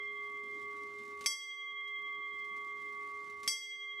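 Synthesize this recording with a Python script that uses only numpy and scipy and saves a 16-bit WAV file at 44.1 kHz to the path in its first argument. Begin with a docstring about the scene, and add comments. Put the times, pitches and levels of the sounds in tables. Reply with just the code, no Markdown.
"""A brass lantern clock strikes the hour in a small room, heard close on a stereo pair of microphones.
Its bell still rings from the blow before. The gear train whirrs and rattles, pins and levers click
and knock the case, and twice the hammer hits: a bright clang dies fast over slowly beating low partials.
The room rumbles faintly underneath. The recorder's gain control ducks at each blow and swells back."""
import sys
import numpy as np
from scipy import signal
from scipy.fft import rfft, irfft
from scipy.io import wavfile
from scipy.ndimage import uniform_filter1d, minimum_filter1d

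SR = 44100
rng = np.random.default_rng(int(sys.argv[2]) if len(sys.argv) > 2 else 0)


def transcribe(signal):
    """Save signal, clipped to [-1, 1], as a 16-bit WAV file at the path in sys.argv[1]."""
    frames = np.atleast_2d(signal).T
    limited = np.clip(frames, -1, 1)
    pcm = np.round(limited * 32767).astype(np.int16)
    wavfile.write(sys.argv[1], SR, pcm)


N = 176400

# hammer blows: t/s, strength/dB, extra level/dB of the hum note, of the second and of the third partial
HAMMER_BLOWS = [(-1.078, 0, 2.8, -2.3, .3), (1.2603, 0, -2, .3, 0), (3.477, 0, -.7, -7, -1.3)]
# spectrum of rattling teeth, pins and levers: f/Hz, relative level/dB
METAL_SPECTRUM = [(200, -6), (1000, -5.5), (2500, 0), (5500, -2), (9000, -5.5), (12000, -14.5),
                  (16000, -21.5)]


def amp(db):
    return 10 ** (np.asarray(db) / 20)


def unit(x):
    return x / np.sqrt(np.mean(x ** 2) + 1e-20)


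def pan(db):
    """Left and right gains for a level difference."""
    return amp(np.array([[db], [-db]]) / 2)


def since(s):
    """Seconds since the moment s, for every sample."""
    return np.arange(N) / SR - s


def fade(t, t60):
    """Exponential decay that starts at t = 0."""
    return (t >= 0) * np.exp(-np.log(1000) * np.maximum(t, 0) / t60)


def tone(turns, lead):
    """A sine that reaches the left microphone ahead of the right by lead radians."""
    return np.sin(2 * np.pi * turns + np.array([[lead], [-lead]]) / 2)


def noise(spectrum, correlation=.93):
    """Coloured noise of unit RMS, nearly the same at both microphones."""
    hz, db = np.transpose(spectrum)
    gains = amp(np.interp(np.log(np.fft.rfftfreq(N, 1 / SR) + 1), np.log(hz), db))
    mid, side = irfft(rfft(rng.standard_normal((2, N))) * gains, N)
    return unit(mid * np.sqrt(1 + correlation) + side * np.sqrt(1 - correlation) * np.array([[1], [-1]]))


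def bell():
    """Each blow sets all partials ringing anew; close twins make them beat."""
    # long partials: f/Hz, relative level/dB, t60/s, left-right/dB, left's lead/rad,
    # twin's offset/Hz, twin's level/dB, first swell/s
    long_partials = [(412.2, -51.7, 28, 2, -.18, 7.0, -16, .06),
                     (1135.0, -39.6, 15, -3.9, -.57, 2.15, -10.5, .43),
                     (2099.3, -26.6, 5.8, -3.7, -.18, 6.55, -16, .085),
                     (3278.5, -28.8, 2.5, -2, .48, -10.93, -4.2, .071)]
    # short partials of the clang: f/Hz, relative level/dB, t60/s, left-right/dB
    clang_partials = [(2125, -31, .09, -1), (4668, -28, .6, 5.5), (5431, -25.5, .48, 0), (5616, -39, .3, 0),
                      (5857, -31, .72, -1), (6234, -29, .58, 2), (7230, -49, .65, 0), (7338, -45, .55, 0),
                      (7984, -29, .56, -.6), (8387, -37, .3, 0), (8699, -41.5, .35, 0),
                      (9787, -33, .33, -.6), (9904, -41, .48, 0), (11238, -42, .5, 0), (11657, -45, .52, 0),
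                      (11975, -48, .38, 0), (12840, -50, .3, 0), (13490, -60, 1.2, 0), (13690, -57, .62, 0),
                      (14218, -51, .5, 0), (14725, -56, .3, 0), (15180, -60, .42, 0)]
    twin_pan = pan(db=8)
    out = np.zeros((2, N))
    ends = [blow[0] for blow in HAMMER_BLOWS[1:]] + [N / SR]
    for (start, blow_db, *extras), end in zip(HAMMER_BLOWS, ends):
        span = (since(start) >= 0) & (since(end) < 0)
        t = since(start)[span]
        ring = np.zeros((2, len(t)))
        for partial, extra_db in zip(long_partials, extras + [0]):
            hz, db, t60, side_db, lead, beat_hz, twin_db, swell_s = partial
            twin = amp(twin_db) * twin_pan * tone(hz * t + beat_hz * (t - swell_s), lead)
            ring += amp(db) * pan(side_db) * fade(t, t60) * (amp(extra_db) * tone(hz * t, lead) + twin)
        for hz, db, t60, side_db in clang_partials:
            phase, twin_phase = rng.random(2)
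            beat_hz = rng.uniform(6, 18)
            lead = rng.choice([-.33, .33])
            twin = amp(-10.5) * twin_pan * tone((hz - beat_hz) * t + twin_phase, -2 * lead)
            ring += amp(db + 1.3) * pan(side_db) * fade(t, t60) * (tone(hz * t + phase, lead) + twin)
        out[:, span] = np.sqrt(2) * amp(blow_db - 1) * ring
    return out


def gear_whirr():
    """Wheels and fly whirr unevenly: the level flickers, as a whole and in patches of the spectrum."""
    # spectrum of the running train: f/Hz, relative level/dB
    whirr_spectrum = [(25, -33), (70, -10.5), (100, -11.5), (140, -2.5), (180, -6.5), (225, 3.5), (255, -1),
                      (285, 5), (365, 3), (460, -9), (520, -2.5), (600, -11.5), (850, -7.5), (1350, -7),
                      (1800, -12.5), (3000, -12.5), (6000, -17.5), (10000, -24), (15000, -37)]
    patch_db, flicker_db = 2.26, 1.36
    frames = signal.stft(noise(whirr_spectrum), nperseg=512, noverlap=384)[2]
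    patches = uniform_filter1d(rng.standard_normal(frames.shape[1:]), size=5, axis=0)
    patches = unit(uniform_filter1d(patches, size=18, axis=1))
    flicker = unit(uniform_filter1d(rng.standard_normal(frames.shape[2]), size=9))
    frames *= amp(patch_db * patches + flicker_db * flicker)
    whirr = signal.istft(frames, nperseg=512, noverlap=384)[1][:, :N]
    return amp(-64) * unit(whirr)


def gear_rattle(hits_per_s=170, spread_db=3):
    """Gear teeth hit at random, each a tiny burst of noise."""
    hits = rng.random(N) < hits_per_s / SR
    teeth = hits * amp(spread_db * np.minimum(rng.exponential(1, N), 4))
    power = signal.fftconvolve(teeth ** 2, fade(since(0), t60=.032) ** 2)[:N]
    return amp(-72.5) * unit(np.sqrt(abs(power)) * noise(METAL_SPECTRUM))


def room_rumble():
    """Steady low room tone."""
    # spectrum of the room tone: f/Hz, relative level/dB
    rumble_spectrum = [(20, -33), (35, -21.5), (48, -12), (70, 2.5), (95, -8.5), (140, -9.5), (250, -15.5),
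                       (1000, -51), (16000, -79.5)]
    return amp(-78) * noise(rumble_spectrum)


def levers():
    """Pins slip with a hard tick and a short rustle; the hammer lever trips just before each blow."""
    # clicks of levers and pins: t/s, level/dB
    clicks = [(.435, -68), (.6155, -66), (0.765, -66), (1.0016, -70), (1.05, -64), (1.1717, -68),
              (1.2089, -51.5), (1.241, -55.5), (1.876, -59), (2.4433, -63), (2.5654, -61.5), (2.816, -68),
              (3.2994, -69.5), (3.4318, -52.5), (3.462, -59.5)]
    ticks = sum(amp(db - 6) * fade(since(s), t60=.0069) for s, db in clicks)
    rustles = sum(amp(db) * fade(since(s), t60=.15) for s, db in clicks)
    return (ticks + rustles) * noise(METAL_SPECTRUM)


def case_knocks():
    """Slipping pins and levers ring the low modes of the case."""
    # dull knocks of the train against the case: t/s, level/dB
    knocks = [(.435, -61.5), (1.2092, -62), (2.816, -71), (3.4325, -65)]
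    # modes of the case: f/Hz, relative level/dB, t60/s
    modes = [(228, -1.5, 0.69), (274.7, -3, .45), (378, -3, 0.95), (527, -4, .45)]
    return sum(amp(db + mode_db) * fade(since(s), t60) * np.sin(2 * np.pi * hz * since(s))
               for s, db in knocks for hz, mode_db, t60 in modes)


def hammer():
    """The crack of iron on bronze and its short wash in the room."""
    # spectrum of the hammer's contact: f/Hz, relative level/dB
    crack_spectrum = [(25, -32), (100, -14), (300, -15), (800, -25.5), (1800, -15), (2200, 9.5), (2700, -6),
                      (3200, 0), (3700, -5), (5600, 3), (9000, -10), (12000, -12), (16000, -20)]
    # spectrum of the room's answer: f/Hz, relative level/dB
    wash_spectrum = [(25, -33.5), (100, -11), (400, -10.5), (1200, -5.5), (2200, -7), (2700, -11.5),
                     (3900, -10), (4700, -2.5), (5600, -2.5), (8000, -3.5), (12000, -10.5), (16000, -25.5)]
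    crack = sum(amp(db - 23) * fade(since(s), t60=.062) for s, db, *_ in HAMMER_BLOWS)
    wash = sum(amp(db - 41) * fade(since(s), t60=.6) for s, db, *_ in HAMMER_BLOWS)
    return crack * noise(crack_spectrum) + wash * noise(wash_spectrum)


def scene():
    """The clock and the room as they reach the microphones."""
    return bell() + hammer() + gear_whirr() + gear_rattle() + levers() + case_knocks() + room_rumble()


def record(dry):
    """The recorder's gain control ducks in three stages and recovers slowly; a low-pass follows."""
    threshold_db, slope, release_db_per_s = -37, .74, 28
    quick_s, slow_s, cutoff_hz = .012, .11, 15750
    t = since(0)
    peak = -minimum_filter1d(-abs(dry).mean(0), size=45)
    peak_db = 10 * np.log10(abs(uniform_filter1d(peak ** 2, size=45)) + 1e-12)
    fall_db = t * release_db_per_s
    held_db = np.maximum.accumulate(peak_db + fall_db) - fall_db
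    target_db = slope * np.maximum(held_db - threshold_db, 0)
    change = target_db - target_db[0]  # the ringing bell already holds the gain down at t = 0
    pole = np.exp(-1 / (quick_s * SR))
    quick = signal.lfilter([1 - pole], [1, -pole], change)
    integral = np.cumsum(change) / SR
    slow = (integral - np.interp(t - slow_s, t, integral)) / slow_s  # running mean
    duck_db = target_db[0] + .39 * change + .14 * quick + .47 * slow
    lowpass = signal.firwin(255, cutoff_hz, window=("kaiser", 9), fs=SR)
    return signal.oaconvolve(dry * amp(-duck_db), lowpass[None], "same")


dry = scene()
out = record(dry)
transcribe(out)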